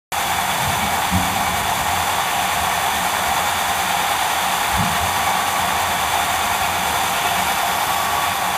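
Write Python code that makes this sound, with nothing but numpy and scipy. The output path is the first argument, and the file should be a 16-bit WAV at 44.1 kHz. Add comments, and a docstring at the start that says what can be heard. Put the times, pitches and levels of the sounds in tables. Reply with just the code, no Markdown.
"""A gritty roar cuts in: a big circular saw grinding through a wet stone block in an open shed.
Its 120 segments scrape the slot and add a thin whine; the slightly warped blade rubs the slot wall
and sings in pulses. Cooling water hisses off the rim, throbbing once a turn.
A drive hums underneath, and a few dull bumps sound in the low end."""
import sys
import numpy as np
from scipy import signal
from scipy.fft import rfft, irfft, next_fast_len
from scipy.io import wavfile

SR = 44100
rng = np.random.default_rng(int(sys.argv[2]) if len(sys.argv) > 2 else 0)


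def store_wav(level_fs):
    """Save 16-bit WAV to argv[1]."""
    pcm = np.round(np.clip(np.atleast_2d(level_fs), -1, 1) * 32767)
    wavfile.write(sys.argv[1], SR, pcm.T.astype(np.int16))


N = 377937
TIME, HZ = np.arange(N) / SR, np.fft.rfftfreq(N, 1 / SR)
TURN_HZ, SEGMENTS = 9.464, 120


def amp(db):
    """Decibels to gain."""
    return 10 ** (np.asarray(db) / 20)


def unit(x):
    """Scales to rms 1."""
    return x / np.sqrt(np.mean(abs(x) ** 2) + 1e-20)


def bell(x, centre, width):
    """A bell of height 1 and the given width at half height."""
    return .5 ** ((2 * (x - centre) / width) ** 2)


def curve(rows):
    """Joins (seconds, value) rows by straight lines."""
    return np.interp(TIME, *np.transpose(rows))


def colour(x, spectrum, lifts=()):
    """Filters by a smooth spectrum with resonant lifts on top; rms 1."""
    points_hz, points_db = np.transpose(spectrum)
    smooth_db = np.interp(np.log(HZ + 1), np.log(points_hz), points_db)
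    lift_db = sum(db * bell(HZ, hz, width_hz) for hz, width_hz, db in lifts)
    return unit(irfft(rfft(x) * amp(smooth_db + lift_db), N))


def band(hz, width_hz):
    """Complex noise in one resonance: a slow random envelope carried at its pitch."""
    step = max(1, int(SR / (32 * width_hz)))
    size = next_fast_len(N // step + 2)
    noise = rng.standard_normal((2, next_fast_len(N + 2)))[:, :size].T @ [1, 1j]
    response = np.sqrt(bell(np.fft.fftfreq(size, step / SR), 0, width_hz))
    slow_noise = np.fft.ifft(np.fft.fft(noise) * response)
    envelope = unit(np.interp(TIME, np.arange(size) * step / SR, slow_noise))
    return envelope * np.exp(2j * np.pi * hz * TIME)


def wavering_tone(hz, width_hz):
    """A tone of steady level and unsteady pitch; rms 1."""
    return unit(np.cos(np.angle(band(hz, width_hz))))


def drift(rate_hz):
    """Smooth random motion; rms 1."""
    return unit(band(0, 2 * rate_hz).real)


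def thud(peak_s, rise_s, decay_s):
    """An envelope that swells to 1 and dies away."""
    age_s = TIME - peak_s
    return np.exp(-(np.minimum(age_s, 0) / rise_s) ** 2 - np.maximum(age_s, 0) / decay_s)


def each_turn(turns, size):
    """A random pattern around the rim that comes back every turn."""
    return unit(np.interp(turns % 1, np.arange(size) / size, rng.standard_normal(size), period=1))


def wall_rub(turns, lead_turns=0.13):
    """The warped blade leans on the slot wall once a turn, just before its deepest bite: -1 to 1."""
    return np.cos(2 * np.pi * (turns + lead_turns))


# Dull bumps. Each row: peak time, rise and decay in seconds, pre-filter level in dB, pitch and width in Hz.
BUMP_EVENTS = [(.655, 0.06, 0.064, -26.5, 161, 70), (.69, .02, .025, -22.5, 100, 30),
               (.85, 0.074, 0.12, -31, 198.3, 40), (1.145, 0.025, 0.073, -18.5, 183.3, 11.5),
               (1.168, 0.028, 0.022, -18, 88, 22), (1.18, 0.052, 0.15, -29, 275, 46),
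               (4.755, 0.02, .04, -21, 66, 26), (4.805, .025, 0.038, -21.5, 104, 12),
               (4.815, 0.034, 0.079, -21.5, 190, 42), (5.035, .03, 0.045, -27, 92, 25)]

def bumps(band_hz=(57, 330)):
    """Soft low thuds: each swells, booms at an unsteady pitch and dies away."""
    booms = sum(amp(db) * thud(peak_s, rise_s, decay_s) * wavering_tone(hz, width_hz)
                for peak_s, rise_s, decay_s, db, hz, width_hz in BUMP_EVENTS)
    return signal.sosfiltfilt(signal.butter(3, band_hz, "bandpass", fs=SR, output="sos"), booms)


# Drive rumble. Each row: frequency in Hz, relative level in dB.
RUMBLE_SPECTRUM = [(15, -34), (25, -27), (45, -11.5), (62, -6.5), (80, 2), (105, -4), (130, -5), (155, -4),
                   (200, -2.5), (240, -10), (400, -26), (1000, -62)]
# Rumble between bumps. Each row: time in seconds, level in dB.
RUMBLE_DB = [(.2, -37), (1.85, -34.5), (2.1, -39.5), (2.85, -35.5), (4.1, -40), (5.1, -39), (6.5, -37),
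             (7.6, -38.5), (8.5, -38.5)]
# Steady hum lines: the drive's near 89 and 182 Hz, with further steady tones up to 597 Hz. Each row: pitch and
# width in Hz, level in dB.
HUM_LINES = [(88.8, 4, -46), (181.7, 8, -43.5), (273, 4, -53.5), (393.6, 4.5, -51), (494.4, 3.5, -51),
             (596.6, 3, -47.5)]

def drive(sway_db=1.25, shake_db=-17.5, shake_decay_s=0.52):
    """Motor and belts hum and rumble in the steel bridge, which shakes on after each bump; steady tones near
    400 to 600 Hz sound along with the hum."""
    shake_power = sum((amp(db + shake_db) * thud(peak_s, rise_s, shake_decay_s)) ** 2
                      for peak_s, rise_s, _, db, _, _ in BUMP_EVENTS)
    gain = np.sqrt(amp(curve(RUMBLE_DB)) ** 2 + shake_power) * amp(sway_db * drift(rate_hz=7.4))
    rumble = gain * colour(rng.standard_normal(N), RUMBLE_SPECTRUM)
    hum = sum(amp(db) * unit(band(hz, width_hz).real) for hz, width_hz, db in HUM_LINES)
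    return rumble + hum


# Water hiss. Each row: frequency in Hz, relative level in dB.
SPRAY_SPECTRUM = [(500, -17), (2500, 1.5), (4200, -1.5), (5400, -6.5), (6300, -0.5), (8000, -0.5),
                  (9800, 0), (10700, -2), (13000, -2), (15300, -8)]
# Hood resonances. Each row: centre and width in Hz, lift in dB.
HOOD_LIFTS = [(6115, 410, 6), (7220, 600, 4), (8740, 300, 3), (9800, 400, 1.2), (11300, 320, 3.5),
              (12500, 450, 1), (14100, 300, 2), (15000, 600, 4.5)]
# Brighter rushes. Each row: peak time and length in seconds, centre and width in Hz, level in dB.
SPRAY_RUSHES = [(1.88, 0.3, 7300, 1000, -40), (2.4, 0.51, 2590, 900, -34), (3.45, .45, 6900, 1100, -39),
                (3.38, .3, 10900, 6000, -38), (4.1, 0.78, 3480, 500, -36), (7.25, .35, 2850, 800, -33),
                (7.85, 0.86, 5150, 800, -41.5), (7.9, 1.4, 12600, 3000, -37)]

def spray(turns, level_db=-28.5, throb_db=0.5, uneven_db=-0.5, splutter_db=.5, sway_db=0.4):
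    """Water is flung from the rim and hisses under the hood, a little stronger once a turn."""
    flow_db = throb_db * np.cos(2 * np.pi * turns) + uneven_db * each_turn(turns, size=SEGMENTS)
    flow_db += splutter_db * drift(rate_hz=80)
    hiss = colour(rng.standard_normal(N), SPRAY_SPECTRUM, HOOD_LIFTS)
    hiss *= amp(level_db + sway_db * drift(rate_hz=3))
    rushes = sum(amp(db) * bell(TIME, peak_s, length_s) * unit(band(hz, width_hz).real)
                 for peak_s, length_s, hz, width_hz, db in SPRAY_RUSHES)
    return amp(flow_db) * (hiss + rushes)


# Blade modes. Each row: peak time and length in seconds, pitch and width in Hz, level in dB.
BLADE_MODES = [(0.78, .8, 2273, 8.6, -41), (1.45, 0.23, 2273, 7.9, -38), (0.47, .25, 3420, 12.1, -38),
               (3, .5, 2274, 8, -43), (3.6, .7, 1395, 20, -37.5), (2.9, 1.5, 1800, 22, -39),
               (7, 1.8, 1398, 16, -36), (6.55, 0.4, 2500, 23, -36), (7.3, 0.42, 2600, 25, -37)]

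def singing(turns, rub_db=7):
    """The blade rubs the slot wall once a turn, so its modes sing in pulses."""
    tones = sum(amp(db) * bell(TIME, peak_s, length_s) * wavering_tone(hz, width_hz)
                for peak_s, length_s, hz, width_hz, db in BLADE_MODES)
    return tones * unit(amp(rub_db * wall_rub(turns)))


# The whine's first and second partials. Each row: time in seconds, level in dB.
WHINE_FIRST_DB = [(.2, -41), (1.5, -37.5), (2.8, -35), (3.4, -41), (4.35, -42), (4.6, -33), (5.5, -30.5),
                  (5.95, -34.5), (6.4, -33), (6.9, -39), (7.55, -38), (7.95, -27.5), (8.5, -30.5)]
WHINE_SECOND_DB = [(.2, -41), (.8, -39), (1.45, -35.5), (2, -43), (3, -38), (3.9, -42), (5.2, -39.5),
                   (7.3, -38), (8.1, -41)]
# Its upper partials. Each row: harmonic number, level in dB.
WHINE_OVERTONES = [(3, -48), (4, -53), (5, -60), (6, -59), (7, -51), (8, -55)]

def whine(turns, waver_db=2, rub_db=3):
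    """The segments pass the stone at a steady rate: a harmonic whine that comes and goes."""
    pulse_db = rub_db * wall_rub(turns)  # the second partial meets a blade mode and pulses with it
    partials = [(1, curve(WHINE_FIRST_DB)), (2, curve(WHINE_SECOND_DB) + pulse_db)] + WHINE_OVERTONES
    out = np.zeros(N)
    for harmonic, db in partials:
        tone = np.sin(2 * np.pi * harmonic * SEGMENTS * turns)
        out += amp(db) * unit(amp(waver_db * drift(rate_hz=10)) * tone)
    return out


# Catches on harder stone. Each row: peak time in seconds, level change in dB.
STONE_CATCHES = [(3.22, -0.5), (3.40, 3), (4.03, 1.5), (5.29, 2.5), (6.15, 2), (6.96, 3.5), (7.26, 3.5),
                 (7.70, 2.5), (7.90, 2)]

def load_db(feed_db_per_s=0.06, wander_db=0.5, catch_s=0.034):
    """The load creeps up as the blade feeds in, wanders with the stone and jumps at brief catches."""
    feed_db = feed_db_per_s * (TIME - TIME.mean())
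    catches_db = sum(db * bell(TIME, peak_s, catch_s) for peak_s, db in STONE_CATCHES)
    return feed_db + wander_db * drift(rate_hz=14) + catches_db


# Scraped stone and blade. Each row: frequency in Hz, relative level in dB.
GRIND_SPECTRUM = [(30, -44), (120, -27.5), (330, -17), (500, -14.5), (620, -12), (710, -3.5), (790, 1.5),
                  (1050, -5), (1300, -9), (2100, -13), (3100, -16.5), (4200, -23), (5500, -29.5),
                  (15000, -39)]
# Rings of blade and guard. Each row: centre and width in Hz, lift in dB.
RING_LIFTS = [(702, 17, 7.5), (776.5, 20, 3), (1420, 81, 1), (1682, 40, 3), (1845, 136, 4), (2130, 70, 0.5),
              (2306, 190, 2.5), (2410, 70, 3), (2850, 180, 1.2), (3466, 190, 9.8), (3673, 130, 7),
              (4700, 320, 7)]
# Rasp above the roar. Each row: time in seconds, gain in dB.
RASP_DB = [(.2, -0.4), (1.75, -0.6), (2.4, 0.1), (4.6, 1), (5.3, 0.5), (7.35, 0.3), (8.5, 0.5)]

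def grinding(turns, level_db=-20.5, repeat=0.36, uneven_db=0.42, runout_db=0.4, grit_db=0.35,
             split_hz=1200, rub_db=0.33, rasp_wander_db=0.21):
    """Uneven segments scrape the slot; their fixed diamonds repeat part of the scrape every turn."""
    scrape = rng.standard_normal(N) + repeat * each_turn(turns, size=4096)
    bite_db = uneven_db * each_turn(turns, size=SEGMENTS) + runout_db * np.cos(2 * np.pi * turns)
    bite_db += grit_db * drift(rate_hz=220)
    grind = colour(scrape * amp(bite_db), GRIND_SPECTRUM, RING_LIFTS)
    roar = signal.sosfiltfilt(signal.butter(3, split_hz, fs=SR, output="sos"), grind)
    rasp = grind - roar
    rasp_db = curve(RASP_DB) + rub_db * wall_rub(turns) + rasp_wander_db * drift(rate_hz=8)
    return amp(level_db) * (roar * amp(load_db()) + rasp * amp(rasp_db))


def scene(speed_wander=.0007, fade_start_s=7.6, fade_db_per_s=-1.4):
    """The saw turns at nearly constant speed and fades a little as the microphone swings away; mono."""
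    turns = np.cumsum(TURN_HZ * (1 + speed_wander * drift(rate_hz=1.96))) / SR
    saw = grinding(turns) + whine(turns) + singing(turns) + spray(turns)
    fade = amp(fade_db_per_s * np.maximum(TIME - fade_start_s, 0))
    mono = saw * fade + drive() + bumps()
    return np.array([mono, mono])


def record(dry, start_s=.12, cutoff_hz=15300):
    """The sound starts abruptly; a steep low-pass cuts the top treble."""
    lowpass = signal.firwin(1023, cutoff_hz, window=("kaiser", 9), fs=SR)
    return signal.oaconvolve(dry * (TIME > start_s), lowpass[None], "same")


dry = scene()
out = record(dry)
store_wav(out)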